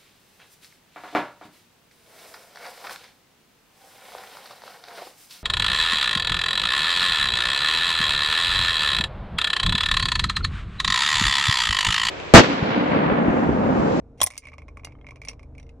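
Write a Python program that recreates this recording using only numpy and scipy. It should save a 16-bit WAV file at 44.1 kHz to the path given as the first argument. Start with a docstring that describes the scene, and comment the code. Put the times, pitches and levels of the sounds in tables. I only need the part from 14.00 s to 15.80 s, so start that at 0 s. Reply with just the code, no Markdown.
"""Toy basketball in a parked car

A thumb flicks the lever of a small plastic toy, close to the microphone. The lever scrapes and snaps,
the ball pings, clicks against the clear dome, then bounces and rolls on the court. Each hit is a set of
ringing plastic modes over a burst of clatter. The car hums softly underneath, its cabin adds a short
echo, and the recorder's gain control ducks after the snap."""
import sys
import numpy as np
from scipy import signal
from scipy.fft import rfft, irfft
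from scipy.io import wavfile
from scipy.ndimage import uniform_filter1d, minimum_filter1d

SR = 44100
rng = np.random.default_rng(int(sys.argv[2]) if len(sys.argv) > 2 else 0)


def dump_mix(stems):
    """Bounce the given channels to the path in sys.argv[1] as a 16-bit WAV at rate SR."""
    frames = np.atleast_2d(stems).T  # one column per channel
    limited = np.clip(frames, -1, 1)  # hard clip at full scale
    pcm = np.round(limited * 32767).astype(np.int16)
    wavfile.write(sys.argv[1], SR, pcm)


N = 79380

# Spectrum of the car's rumble (frequency [Hz], relative level [dB])
RUMBLE_SPECTRUM = [(12, -30.5), (20, -13), (81, -4.5), (138, -5.5), (187, -13.5), (270, -8), (357, -18),
                   (446, -12.5), (678, -19.5), (1530, -36.5), (1960, -46), (2260, -43), (3250, -53),
                   (3740, -52.5), (16000, -66)]
RUMBLE_DB = -52.5
# Resonances of the clear dome (frequency [Hz], relative level [dB], t60 [s])
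DOME_MODES = [(2130, -16, 0.058), (2720, -17.5, .028), (4750, -19.5, 0.066), (5840, -13, .026),
              (5880, -16.5, 0.023), (8910, -10, 0.066), (11300, -21.5, .03), (15450, -20, .02)]
# Spectrum of the dome's clatter (frequency [Hz], relative level [dB])
DOME_CLATTER = [(150, -33), (550, -10), (1500, -22.5), (2400, -7), (3300, -11.5), (5500, -7.5),
                (8000, -11.5), (11500, -13.5), (12500, -19), (15500, -18)]
DOME_T60_S = .035


def amp(db):
    """Decibels to gain."""
    return 10 ** (np.asarray(db) / 20)


def curve_at(points, hz):
    """Reads a curve of (frequency, value) points on a log-frequency axis."""
    point_hz, value = np.transpose(points)
    return np.interp(np.log(hz + 1), np.log(point_hz + 1), value)


def equalise(x, curve):
    """Minimum-phase EQ along a (frequency [Hz], gain [dB]) curve, so attacks stay sharp."""
    hz = abs(np.fft.fftfreq(len(x), 1 / SR))
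    log_gain = np.log(amp(curve_at(curve, hz)))
    response = np.exp(np.conj(signal.hilbert(log_gain)))
    return np.fft.ifft(np.fft.fft(x) * response).real


def rumble(level_db):
    """The car's steady, bass-heavy noise at a given rms level."""
    shape = amp(curve_at(RUMBLE_SPECTRUM, np.fft.rfftfreq(N, 1 / SR)))
    noise = irfft(rfft(rng.standard_normal(N)) * shape, N)
    return amp(level_db) * noise / np.sqrt(np.mean(noise ** 2))


def idle_hum(waver_depth=.75, waver_s=.22):
    """The idling car: low tones, each wavering slowly in level and phase."""
    # Tones of the hum (frequency [Hz], level before wavering [dB])
    tones = [(25.4, -60.5), (51, -52.5), (75.3, -52.5), (101.8, -61.5), (127, -58), (255, -64.5),
             (301, -66), (458, -66)]
    t, bin_hz = np.arange(N) / SR, np.fft.fftfreq(N, 1 / SR)
    slow_band = np.exp(-(bin_hz * waver_s) ** 2) * (bin_hz > 0)
    hum = np.zeros(N)
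    for hz, db in tones:
        drift = np.fft.ifft(np.fft.fft(rng.standard_normal(N)) * slow_band)
        waver = 1 + waver_depth * drift / np.std(drift)
        tone = np.exp(2j * np.pi * (hz * t + rng.random()))
        hum += np.sqrt(2) * amp(db) * (waver * tone).real
    return hum


def strike(modes, clatter, clatter_t60_s, level_db, bass_db, treble_db, spot_hz=None, spot_db=0):
    """One hit on plastic: modes over a quick clatter, coloured by the contact, plus the spot's ring."""
    attack_s, detune = .0004, .014
    crack_db, crack_t60_s = 2, .007
    spot_swell_s, spot_t60_s = .0018, .026
    t = np.arange(6144) / SR
    onset = t < .008  # the layers are balanced over this stretch
    ring = np.zeros(len(t))
    for hz, db, t60_s in modes:
        loss_db = 8 * np.sqrt(hz / 2200) * (1 - rng.random())  # high modes vary most from hit to hit
        detuned_hz = hz * (1 + detune * (2 * rng.random() - 1))
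        ring += amp(db - loss_db - 60 * t / t60_s) * np.sin(2 * np.pi * detuned_hz * t)
    crack = amp(crack_db - 60 * t / crack_t60_s)  # the contact itself cracks first
    fade = crack + amp(-60 * t / clatter_t60_s)
    burst = equalise(rng.choice([-1., 1.], len(t)) * fade, clatter)
    hit = (ring + burst) * np.minimum(t / attack_s, 1)
    contact_eq = [(456, 0), (1200, bass_db), (2180, 0), (9000, treble_db)]
    hit = equalise(hit / np.std(hit[onset]), contact_eq)
    if spot_hz:
        envelope = np.minimum(t / spot_swell_s, 1) * amp(-60 * t / spot_t60_s)
        spot = np.sin(2 * np.pi * spot_hz * t) * envelope
        hit = (hit + amp(spot_db) * spot / np.std(spot[onset])) / np.hypot(1, amp(spot_db))
    return amp(level_db) * hit


def play_hits(hits, modes, clatter, clatter_t60_s):
    """Strikes one plastic part afresh at each listed time."""
    track = np.zeros(N)
    for time_s, *contact in hits:
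        hit = strike(modes, clatter, clatter_t60_s, *contact)
        slot = track[round(time_s * SR):][:len(hit)]
        slot += hit[:len(slot)]
    return track


def bumps(start_s, end_s, level_db, per_s, treble_db, jitter=.13, spread_db=4):
    """Lists an uneven run of up to 16 tiny hits, from rolling or dragging."""
    return [(start_s + (k + jitter * late) / per_s, level_db + spread_db * strong, 0, treble_db)
            for k, (late, strong) in enumerate(rng.standard_normal((16, 2)))
            if start_s + k / per_s < end_s]


def lever_scrape():
    """The lever drags faintly before it lets go: quick slips, voiced with the dome's resonances."""
    slips = bumps(start_s=.175, end_s=.203, level_db=-61, per_s=330, treble_db=-8.5)
    return play_hits(slips, DOME_MODES, DOME_CLATTER, DOME_T60_S)


def lever_snap():
    """The lever lets go in a tight cluster of plastic knocks."""
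    # Lever knocks (time [s], level [dB], bass [dB], treble [dB], spot ring [Hz], ring vs hit [dB])
    knocks = [(.2035, -30, 0.5, -10.5, 5850, -9), (.2149, -15.5, -6, 1.5, 3376, -6),
              (.2185, -25, 11.5, -3, 987, -2.5), (.2703, -28, 7, 6.5, 2030, -4)]
    # Resonances of the lever (frequency [Hz], relative level [dB], t60 [s])
    modes = [(610, -6, .04), (722, 8, .036), (815, 3, .03), (1048, 4, .045), (2010, -8, .07),
             (3263, 9, .016), (3520, 9, .015), (5700, 9, .024), (7000, 3, .014), (8750, -1, .024),
             (11300, -1, .02), (15400, -3, .014)]
    # Spectrum of its clatter (frequency [Hz], relative level [dB])
    clatter = [(80, 4), (450, -3), (750, 5), (1500, -1), (2200, 8), (3300, 10), (4300, 8), (6000, 10),
               (11700, 6.5), (12800, 1), (15500, 3)]
    return play_hits(knocks, modes, clatter, clatter_t60_s=.047)


def hand_thump(start_s=.222, hz=90, level_db=-32, t60_s=.14):
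    """The snap jolts the whole toy in the hand: a soft, low thud."""
    t = np.maximum(np.arange(N) / SR - start_s, 0)
    return amp(level_db - 60 * t / t60_s) * np.sin(2 * np.pi * hz * t)


def ball_pings():
    """The launched ball lands two hard, bright hits."""
    # Hard hits (time [s], level [dB], bass [dB], treble [dB], spot ring [Hz], ring vs hit [dB])
    pings = [(0.2316, -16.5, 2, 2.5, 11410, 2.5), (0.2386, -15, -3.5, 0.5, 10190, 8)]
    # Resonances of a ping (frequency [Hz], relative level [dB], t60 [s])
    modes = [(5604, 0, .016), (9030, -1.5, 0.051), (9700, 1.5, .022), (15545, -12, .03)]
    # Spectrum of its clatter (frequency [Hz], relative level [dB])
    clatter = [(500, -2.5), (1600, -8.5), (2500, 6), (3400, -7.5), (5000, -0.5), (8000, 2), (9000, 7),
               (11400, 13), (12400, 3), (14200, 2.5)]
    return play_hits(pings, modes, clatter, clatter_t60_s=.012)


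def dome_clicks():
    """The ball clicks against the dome and its rim."""
    # Dome hits (time [s], level [dB], bass [dB], treble [dB], spot ring [Hz], ring vs hit [dB])
    clicks = [(0.2632, -36, 5, 16, 5730, -20), (0.3035, -32, 11, -2, 2040, -6.5),
              (.3671, -36, 15, -10, 2240, -13), (0.3777, -25, 2, 8, 8800, -2.5),
              (0.8471, -36, 12, 1, 2830, -5), (0.871, -44.5, 17, -30, 2690, -14),
              (0.9518, -58, 25.5, -38.5, 3090, -12), (1.012, -50, 12.5, -40, 3237, -14.5),
              (1.2499, -40.5, 8.5, -5, 2294, -1.5), (1.2849, -27, -4.5, -8.5, 5640, -6),
              (1.2942, -38, 4, -18, 8880, -9.5), (1.5981, -46.5, 4, -17, 5740, -16.5),
              (1.6288, -52, -3, -18.5, 5660, -14), (1.6658, -55, 6, -27, 5800, -25),
              (1.6922, -47.5, -4, -21, 2780, -16)]
    return play_hits(clicks, DOME_MODES, DOME_CLATTER, DOME_T60_S)


def ball_on_court():
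    """The ball bounces on the plastic court and rolls over its bumps."""
    # Bounces (time [s], level [dB], bass [dB], treble [dB])
    bounces = [(.4215, -48.5, 0.5, 0.5), (0.4536, -38, -7.5, 0), (0.4705, -38, -6, 5),
               (.4855, -40.5, -6, -2), (0.5184, -52, 12, 4), (0.5318, -42, -5.5, -11.5),
               (.5375, -48, 12.5, 5.5), (.582, -42, -2.5, 0.5), (0.6193, -51, 4.5, -4),
               (0.6824, -50.5, 5, -1.5), (0.6862, -53, 4, 1.5), (.7712, -46.5, 16, 11),
               (0.795, -51.5, 6, -2), (0.834, -53.5, 7.5, -19.5), (.9875, -64.5, 16.5, -24),
               (1.0443, -52, 8.5, -24.5), (1.0673, -43, -4, -0.5), (1.0877, -44.5, 1, 0),
               (1.1083, -43.5, -8, 5.5), (1.119, -64.5, 20.5, -15), (1.1586, -52, -1, 6),
               (1.168, -53.5, 4.5, -9), (1.217, -41, -3, 7), (1.2355, -52.5, -1.5, 1), (1.274, -43, -2, -2),
               (1.3118, -50.5, 8, 11), (1.3318, -54, 6, 7), (1.3945, -51.5, 0, 4.5), (1.4303, -54, -0.5, 7),
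               (1.5504, -58.5, 2, 2), (1.5808, -48, -6, 5.5)]
    # Short rolls (start [s], end [s], level [dB], bump rate [1/s], treble [dB])
    rolls = [(0.3086, 0.356, -44, 110, 14), (0.43, 0.45, -47, 190, 0.5), (0.472, 0.506, -62.5, 120, 5),
             (0.857, .925, -63.5, 140, -4)]
    # Resonances of the court (frequency [Hz], relative level [dB], t60 [s])
    modes = [(594, -15, .05), (1097, -18, .04), (2160, -6, .026), (2320, -10, .022), (2720, -18, .025),
             (5410, -25, .018), (8860, -21, .017)]
    # Spectrum of its clatter (frequency [Hz], relative level [dB])
    clatter = [(250, -36.5), (1100, -3.5), (1700, -28), (2300, 6.5), (2900, -18.5), (3800, -24.5),
               (4600, -20.5), (5600, -18.5), (6800, -26), (9000, -34.5), (11800, -34), (13500, -37)]
    clatter_t60_s = .05
    bouncing = play_hits(bounces, modes, clatter, clatter_t60_s)
    roll_bumps = [bump for roll in rolls for bump in bumps(*roll)]
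    return bouncing + play_hits(roll_bumps, modes, clatter, clatter_t60_s)


def cabin_tail(level_db, predelay_s=.011):
    """Impulse response of the padded cabin: a short noise tail whose highs die first."""
    # Decay of the cabin's echo (frequency [Hz], t60 [s])
    decay_times = [(300, 0.21), (2000, 0.1), (6000, 0.089), (14000, 0.043)]
    hz, t, noise = signal.stft(rng.standard_normal(16384), SR, nperseg=256)
    decay = amp(-60 * t / curve_at(decay_times, hz)[:, None])
    tail = signal.istft(noise * decay, SR)[1]
    tail *= np.arange(len(tail)) / SR > predelay_s
    return amp(level_db) * tail / np.linalg.norm(tail)


def mic_ports(mono):
    """Two microphone ports hear the same sound with different phase and level."""
    # Phase between the ports (frequency [Hz], left lead [rad])
    phase_lead = [(60, 0), (300, -.2), (900, -.35), (2150, .1), (2900, 2.0), (3800, .7), (4300, 1.4),
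                  (4800, 3.8), (5500, 6.7), (8000, 7.7), (9000, 8.0), (10250, 8.35), (11300, 8.75),
                  (12200, 9.2)]
    # Balance between the ports (frequency [Hz], left minus right [dB])
    balance = [(100, 0), (300, 1), (1200, -.7), (2100, -2.5), (2600, -6), (3400, -1), (4100, -3),
               (5400, 1.5), (7000, 0)]
    hz, spectrum = np.fft.rfftfreq(2 * N, 1 / SR), rfft(mono, 2 * N)
    side_db = curve_at(balance, hz) / 2
    left = spectrum * amp(side_db)
    right = spectrum * amp(-side_db) * np.exp(-1j * curve_at(phase_lead, hz))
    return irfft([left, right])[:, :N]


def scene():
    """The toy in the cabin over the car's hum; part of the echo and rumble differs between the ports."""
    car = rumble(RUMBLE_DB) + idle_hum()
    shared_tail = cabin_tail(level_db=-24.5)
    port_tails = np.array([cabin_tail(level_db=-21) for _ in range(2)])
    side_rumble = signal.lfilter(*signal.butter(1, 250, "high", fs=SR), rumble(RUMBLE_DB - 11.5))
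    toy = lever_snap() + hand_thump() + ball_pings() + dome_clicks() + ball_on_court() + lever_scrape()
    shared_echo = signal.fftconvolve(toy, shared_tail)[:N]
    wide_echo = signal.fftconvolve(toy[None], port_tails, axes=1)[:, :N]
    return mic_ports(toy + shared_echo + car) + wide_echo + np.array([side_rumble, -side_rumble])


def record(dry):
    """Gain control ducks after a loud sound, holds and recovers; a steep low-pass trims the top."""
    threshold_db, max_duck_db, cutoff_hz = -25.5, 16, 15900
    lag, hold, glide = (int(seconds * SR) for seconds in (.035, .14, .044))
    power = signal.lfilter(*signal.butter(1, 30, fs=SR), (dry ** 2).mean(0))
    level_db = 10 * np.log10(abs(power) + 1e-12)
    target_db = -np.clip(level_db - threshold_db, 0, max_duck_db)
    late_db = np.pad(target_db, (lag, 0))[:N]  # the lag lets the snap's attack through
    held_db = minimum_filter1d(late_db, hold, origin=(hold - 1) // 2, mode="nearest")
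    gain_db = uniform_filter1d(held_db, glide, origin=(glide - 1) // 2, mode="nearest")
    low_pass = signal.firwin(255, cutoff_hz, window=("kaiser", 9), fs=SR)
    return signal.oaconvolve(dry * amp(gain_db), low_pass[None], "same")


dry = scene()
out = record(dry)
dump_mix(out)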